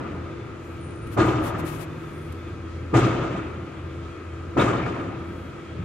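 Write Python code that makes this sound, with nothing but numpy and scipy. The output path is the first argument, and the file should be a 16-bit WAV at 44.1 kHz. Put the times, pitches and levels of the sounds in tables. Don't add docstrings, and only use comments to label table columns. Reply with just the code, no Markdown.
import sys
import numpy as np
from scipy import signal
from scipy.fft import rfft, irfft, next_fast_len
from scipy.io import wavfile

SR = 44100
rng = np.random.default_rng(int(sys.argv[2]) if len(sys.argv) > 2 else 0)


def transcribe(signal):
    frames = np.atleast_2d(signal).T
    limited = np.clip(frames, -1, 1)
    pcm = np.round(limited * 32767).astype(np.int16)
    wavfile.write(sys.argv[1], SR, pcm)


N = 257544

# t/s, relative level/dB, extra bass level/dB, extra treble level/dB
BLOWS = [(-.53, -18.5, -13, 3), (1.168, -21.5, -11, 3.5), (2.934, -21, -8, 5.5), (4.567, -21, -11.5, 4)]
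# delay t/s, relative level/dB, extra treble level/dB
ARRIVALS = [(0, 9, -6), (.014, 5, 0.5), (.027, 6, 1), (0.065, -15, 13), (.105, 2.5, -0.5), (.135, 0.5, -9),
            (.2, -12.5, 1), (.285, -0.5, -4), (.37, -5.5, -3), (0.419, -2.5, -7)]
# f/Hz, relative level/dB, time to fall by 60 dB t/s
CASING_MODES = [(195.5, -17.5, 1.46), (264.4, -11, 0.26), (286.6, -0.5, 0.084), (323, -11.5, 0.95),
                (330.3, -16, 0.56), (364.5, -17.5, 1.14), (420.3, -21, 0.37), (557, -25.5, 0.67),
                (627, -38, 0.43), (668, -33, 1.2), (702, -39, 0.53), (746, -32, 0.61), (1226, -19, 0.55),
                (1230, -26, 0.21), (1373, -29, 0.57), (1427, -16.5, 0.21), (1643, -24, 0.4),
                (1796, -26.5, 0.16), (1985, -34, 0.34), (2243, -27.5, 0.46), (2550, -44, 1),
                (3115, -34.5, 0.51), (3570, -31, 0.47), (3610, -37, 0.37)]
# f/Hz, relative level per Hz/dB
BOOM_COLOUR = [(24, -28), (40, -20.5), (120, 8), (227, -10.5), (313, -9), (500, -11), (700, -15.5),
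               (980, -14), (1230, -17), (1820, -25), (2600, -28), (3600, -36.5), (5000, -42.5),
               (7500, -45.5), (15000, -66.5)]
# f/Hz, time to fall by 60 dB t/s
SITE_DECAY = [(50, 0.9), (130, 3), (350, 1.97), (920, 1.73), (2430, 2.05), (6400, 1.06), (12000, 0.63)]
# lowest f/Hz, spacing f/Hz, time when they are first in step t/s
DEEP_GROUPS = [(55, 4.6, .057), (112.5, 11.8, .03)]
# list of each mode's relative level/dB, time to fall by 60 dB t/s
DEEP_LEVELS = [([-13.5, -20], 1.75), ([0, 0.43, -7], 1.13)]
# time of the peak t/s, level/dB, centre f/Hz
CLANKS = [(1.205, -43, 4100), (1.212, -16.5, 340), (1.385, -21, 313), (1.62, -23, 312), (2.955, -20, 753),
          (2.975, -21, 340), (4.585, -21, 303), (4.603, -35, 3660), (4.77, -47.5, 3673), (4.84, -38, 2325),
          (5.79, -27, 167)]
# centre t/s, half length t/s, level on the left/dB, left minus right level/dB
RUBS = [(1.074, 0.0046, -44, 14.5), (1.135, 0.022, -40.5, 20), (1.269, .01, -43, 20), (1.31, .02, -50, 20),
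        (1.467, 0.034, -34, 29), (1.598, 0.014, -37.5, 25), (1.678, 0.025, -34, 34),
        (1.742, 0.044, -38.5, 34), (1.819, 0.025, -36.5, 33), (2.326, 0.0052, -46.5, 1),
        (2.488, .006, -60, 3)]
HISS_SWELLS = [(.7, 0.098, -57, 6), (1.5, 0.29, -60, 17), (2.152, 0.29, -55, 8), (5.4, 0.16, -59, 6)]
# f/Hz, relative level per Hz/dB
RUB_COLOUR = [(500, 11.5), (2500, 2), (5000, -7), (8000, -7), (11500, -3), (14000, -10), (16000, -17)]
# t/s, level/dB
ENGINE_THROB = [(0, -47.5), (.22, -35), (.39, -58), (.55, -44.5), (.85, -38.5), (1.03, -45), (1.2, -34),
                (1.63, -41), (2.05, -53), (2.3, -34.5), (2.61, -44), (2.75, -34), (3.4, -43), (3.52, -34.5),
                (3.72, -48), (3.85, -35), (4.15, -42.5), (4.33, -35), (5.1, -45.5), (5.4, -37), (5.57, -51),
                (5.75, -42)]
# multiple of the firing frequency, level/dB
ENGINE_ORDERS = [(1.5, -53.5), (3, -62), (4, -45.5), (6, -57.5)]
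# start t/s, end t/s, lowest pitch at t/s, level/dB
UPPER_WHINES = [(.24, .46, .46, -64), (1.9, 2.517, 2.24, -66.5), (3.581, 4.05, 3.85, -68),
                (5.57, 5.84, 5.7, -70)]
# start t/s, end t/s, start f/Hz, end f/Hz, level/dB
LOWER_WHINES = [(2.0, 2.85, 3310, 3260, -69.5), (3.7, 4.45, 3240, 3250, -66.5),
                (5.15, 5.84, 3330, 3220, -64.5)]
# start t/s, end t/s, level of each of the two tones at the start/dB
SQUEAKS = [(0.817, 1.1, -60), (2.15, 2.27, -67.5)]
# t/s, relative level/dB
ROAR_BASS = [(0, 1.5), (.6, -2), (1.1, 3.5), (2.1, 0), (2.8, -1), (3.7, -4), (4.1, -0.5), (4.25, -5),
             (4.5, 0.5), (5.45, -1), (5.7, -4), (5.84, 4.5)]
# f/Hz, relative level per Hz/dB
ROAR_COLOUR = [(15, -60), (25, -24), (56, -9.5), (70, -7), (110, -0.5), (198, -11.5), (331, -7), (826, -25),
               (1080, -22.5), (1750, -27), (2400, -28.5), (5430, -44.5), (11200, -55), (15500, -76)]
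# f/Hz, width f/Hz, lift level/dB
HUMS = [(198, 2.7, 5), (1280, 73, 5.5), (1382, 15, 9), (1590, 50, 6.5), (1980, 27, 5), (2260, 41, 5.5),
        (2513, 9.6, 13.5)]
# f/Hz, width f/Hz, lift level/dB
PLACE = [(336, 34, 1), (1212, 37, 5.5), (1295, 111, 6), (6960, 1760, 4.5)]
# f/Hz, likeness
LIKENESS = [(60, 0.93), (130, 0.95), (290, 0.86), (640, 0.46), (1410, 0.57), (3100, 0.53), (6820, -0.41),
            (15000, -0.02)]
# f/Hz, left minus right level/dB
LEAN = [(60, 0.1), (110, 0.6), (200, 0), (380, 2), (700, 4), (1290, 2), (2380, 1.5), (4400, -2.5),
        (8120, 3.5), (15000, 4.5)]

T = np.arange(N) / SR
SIZE = next_fast_len(N)
HZ = np.maximum(np.fft.rfftfreq(SIZE, 1 / SR), 1)

ARRIVAL_S = 0.022
TAIL_DB, TAIL_RISE_S = 5.5, 0.033
BASS_LEAD_S, TREBLE_LAG_S = 0.0073, 0.005
DEEP_SCATTER_DB = -4.5
RING_WIDTH_HZ, RING_DB = 35, 3
ECHO_DB = -12.5
CLANK_S, CLANK_OCTAVES = .015, .15
STROKE_EDGE = 2.5
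FIRING_HZ = 83.9
UPPER_HZ, SAG_HZ, SAG_S, WHINE_FADE_S = 3570, 92.2, .17, 0.054
LOW_START_S, LOW_END_S, LOW_HZ, LOW_DB, LOW_LOSS_DB_PER_S = 1.622, 2.3, 155.8, -37.5, 14
SQUEAK_HZ, SQUEAK_LOSS_DB_PER_S, SQUEAK_FADE_S = 8940, 17, 0.028
RIGHT_LAG_S = 4e-5
CUTOFF_HZ = 15714


def amp(db):
    return 10 ** (np.asarray(db) / 20)


def rms_one(x):
    return x / np.sqrt(np.mean(x ** 2) + 1e-20)


def in_time(table):
    s, *columns = np.transpose(table)
    return [np.interp(T, s, c) for c in columns]


def sounding(start_s, end_s, fade_s):
    return np.clip(np.minimum(T - start_s, end_s - T) / fade_s + 1, 0, 1)


def at_hz(points, hz):
    points = np.array(points)
    return np.interp(np.log(hz), np.log(points[:, 0]), points[:, 1])


def peaks_db(peaks):
    return sum(db / (1 + ((HZ - hz) / (width / 2)) ** 2) for hz, width, db in peaks)


def drift(rate_hz):
    r = np.exp(-80 * np.pi * rate_hz / SR)
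    noise = rng.standard_normal(N // 40 + 2002)
    slow = signal.lfilter([1], [1, -2 * r, r * r], noise)[2000:]
    return np.interp(np.arange(N) / 40, np.arange(len(slow)), rms_one(slow))


def filtered(x, gain):
    return irfft(rfft(x, SIZE) * gain, SIZE)[..., :N]


def tone(hz, db, waver_hz, flicker_db):
    phase = 2 * np.pi * np.cumsum(hz + waver_hz * drift(23.1)) / SR
    return np.sqrt(2) * amp(db + flicker_db * drift(19)) * np.sin(phase)


def diffuse(colour_db, envelope):
    mid, side = rfft(rng.standard_normal((2, SIZE)))
    alike = np.clip(at_hz(LIKENESS, HZ), 0, 1)
    both = np.sqrt(1 + alike) * mid + np.sqrt(1 - alike) * side * [[1], [-1]]
    both = amp(colour_db) * both
    both = both / np.std(irfft(both, SIZE))
    band_place = 1.5 * np.log2(HZ / 30)
    out = np.zeros((2, N))
    for k in range(15):
        share = np.clip(1 - abs(band_place - k), 0, 1)
        out += envelope(30 * 2 ** (k / 1.5)) * irfft(both * share, SIZE)[:, :N]
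    return out


def boom_envelope(hz):
    bright = np.clip(np.log2(hz / 1000) / 2, 0, 1)
    deep = np.clip(np.log2(250 / hz), 0, 1)
    after = np.arange(2000) / 1000
    shape = amp(2 * TAIL_DB) * (1 - np.exp(-after / TAIL_RISE_S))
    shape *= amp(-2 * 60 * after / at_hz(SITE_DECAY, hz))
    for delay, db, treble_db in ARRIVALS:
        age = np.clip(after - delay, 0, None) / ARRIVAL_S
        shape += amp(2 * (db + bright * treble_db)) * 2 * age * np.exp(-2 * age)
    lag_s = TREBLE_LAG_S * bright - BASS_LEAD_S * np.clip(np.log2(1000 / hz) / 2, 0, 1)
    power = np.zeros(N)
    for s, db, bass_db, treble_db in BLOWS:
        strength = amp(2 * (db + deep * bass_db + bright * treble_db))
        power += strength * np.interp(T - s - lag_s, after, shape, 0, 0)
    lumps_db = 1.7 * drift(25) + DEEP_SCATTER_DB * deep
    return np.sqrt(power) * amp(lumps_db)


def boom():
    rings = [(hz, RING_WIDTH_HZ, RING_DB) for hz, db, t60 in CASING_MODES]
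    return diffuse(at_hz(BOOM_COLOUR, HZ) + peaks_db(rings), boom_envelope)


def deep_boom():
    out, age = np.zeros(N), np.arange(SR) / SR
    for (low_hz, step_hz, peak_s), (levels_db, t60) in zip(DEEP_GROUPS, DEEP_LEVELS):
        swell = np.sin(np.pi / 2 * np.clip(age / peak_s, 0, 1)) ** 2
        swell *= amp(-60 * age / t60)
        group = sum(amp(db) * np.cos(2 * np.pi * (low_hz + k * step_hz) * (age - peak_s))
                    for k, db in enumerate(levels_db))
        for s, db, bass_db, treble_db in BLOWS[1:]:
            at = round(s * SR)
            out[at:at + SR] += amp(db + bass_db + 11.5) * swell * group
    return out


def casing():
    ring, lead = np.zeros(N), SR
    luck_db = rng.standard_normal((len(BLOWS), len(CASING_MODES)))
    swell, strength_db = np.hanning(round(.03 * SR)), 8
    for k, (hz, mode_db, t60) in enumerate(CASING_MODES):
        w = 2 * np.pi * hz / SR
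        drive = np.zeros(N + SR)
        push = swell * np.cos(w * np.arange(len(swell))) * 2 / swell.sum()
        for (s, db, bass_db, treble_db), chance_db in zip(BLOWS, luck_db[:, k]):
            at = round(s * SR) + lead
            drive[at:at + len(push)] += push * amp(db + mode_db + strength_db + chance_db)
        r = amp(-60 / (t60 * SR))
        mode = signal.lfilter([0, np.sin(w)], [1, -2 * r * np.cos(w), r * r], drive + 1e-18)[lead:]
        ring += mode * (1 + .8 * drift(40))
    echoes = np.zeros((2, N))
    for channel in range(2):
        for delay, db, treble_db in ARRIVALS[1:]:
            shift = round((delay + rng.uniform(0, 0.00055)) * SR)
            echoes[channel] += amp(ECHO_DB + db) * np.roll(ring, shift)
    return ring + echoes


def clanks():
    length = round(.15 * SR)
    age, out = np.arange(length) / SR / CLANK_S, np.zeros((2, N + length))
    burst = np.sqrt(2 * age * np.exp(1 - 2 * age))
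    noises = rng.standard_normal((len(CLANKS), 2, length))
    for (s, db, hz), noise in zip(CLANKS, noises):
        edges = hz * 2 ** (CLANK_OCTAVES / 2 * np.array([-1, 1]))
        band_filter = signal.butter(2, edges, "band", fs=SR, output="sos")
        stereo = noise[0] + noise * np.clip(hz / 2500, 0, 1)
        band = signal.sosfilt(band_filter, stereo)
        at = round((s - CLANK_S / 2) * SR)
        out[:, at:at + length] += amp(db) * rms_one(band) * burst
    return out[:, :N]


def rubs():
    grain = rng.standard_normal((2, N)) * amp(1.5 * rng.standard_normal((2, N)))
    hiss = rms_one(filtered(grain, amp(at_hz(RUB_COLOUR, HZ)) * (HZ > 300)))
    strokes = np.zeros((2, N))
    for s, half_s, db, lean_db in RUBS + HISS_SWELLS:
        bell = np.exp(-abs((T - s) / half_s) ** STROKE_EDGE)
        strokes += amp([[db], [db - lean_db]]) * bell
    return hiss * strokes


def engine():
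    throb_db, = in_time(ENGINE_THROB)
    firing = tone(FIRING_HZ, throb_db, 1.0, 0.98)
    return firing + sum(tone(k * FIRING_HZ, db, 4.7, 1.24) for k, db in ENGINE_ORDERS)


def whines():
    out = np.zeros(N)
    for start, end, lowest_s, db in UPPER_WHINES:
        hz = UPPER_HZ - SAG_HZ * np.exp(-((T - lowest_s) / SAG_S) ** 2)
        out += sounding(start, end, WHINE_FADE_S) * tone(hz, db, 10, 2.5)
    for start, end, start_hz, end_hz, db in LOWER_WHINES:
        hz = np.interp(T, [start, end], [start_hz, end_hz])
        out += sounding(start, end, WHINE_FADE_S) * tone(hz, db, 10, 2.5)
    low_db = LOW_DB - LOW_LOSS_DB_PER_S * (T - LOW_START_S)
    return out + sounding(LOW_START_S, LOW_END_S, .1) * tone(LOW_HZ, low_db, 3, 2)


def squeak():
    flutter_db = 3 * drift(70)
    pair = tone(SQUEAK_HZ + 90, flutter_db, 40, 2) + tone(SQUEAK_HZ - 90, flutter_db, 40, 2)
    level = np.zeros(N)
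    for start, end, db in SQUEAKS:
        level += sounding(start, end, SQUEAK_FADE_S) * amp(db - SQUEAK_LOSS_DB_PER_S * (T - start))
    return pair * level


def roar():
    bass_db, = in_time(ROAR_BASS)
    total_db, flicker_db = -36.5, .9

    def envelope(hz):
        deep = np.clip(np.log(900 / hz) / np.log(6), 0, 1)
        return amp(deep * bass_db + total_db + flicker_db * drift(6.8))
    return diffuse(at_hz(ROAR_COLOUR, HZ) + peaks_db(HUMS), envelope)


def scene():
    far = boom() + deep_boom() + casing() + clanks() + engine() + whines() + squeak() + roar()
    lean_db = at_hz(LEAN, HZ) / 2 * np.array([[1], [-1]])
    lag = np.exp(-2j * np.pi * HZ * RIGHT_LAG_S * np.array([[0], [1]]))
    return filtered(far, amp(peaks_db(PLACE) + lean_db) * lag) + rubs()


def record(dry):
    low_pass = signal.ellip(12, .5, 70, CUTOFF_HZ, fs=SR, output="sos")
    return signal.sosfilt(low_pass, dry)


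dry = scene()
out = record(dry)
transcribe(out)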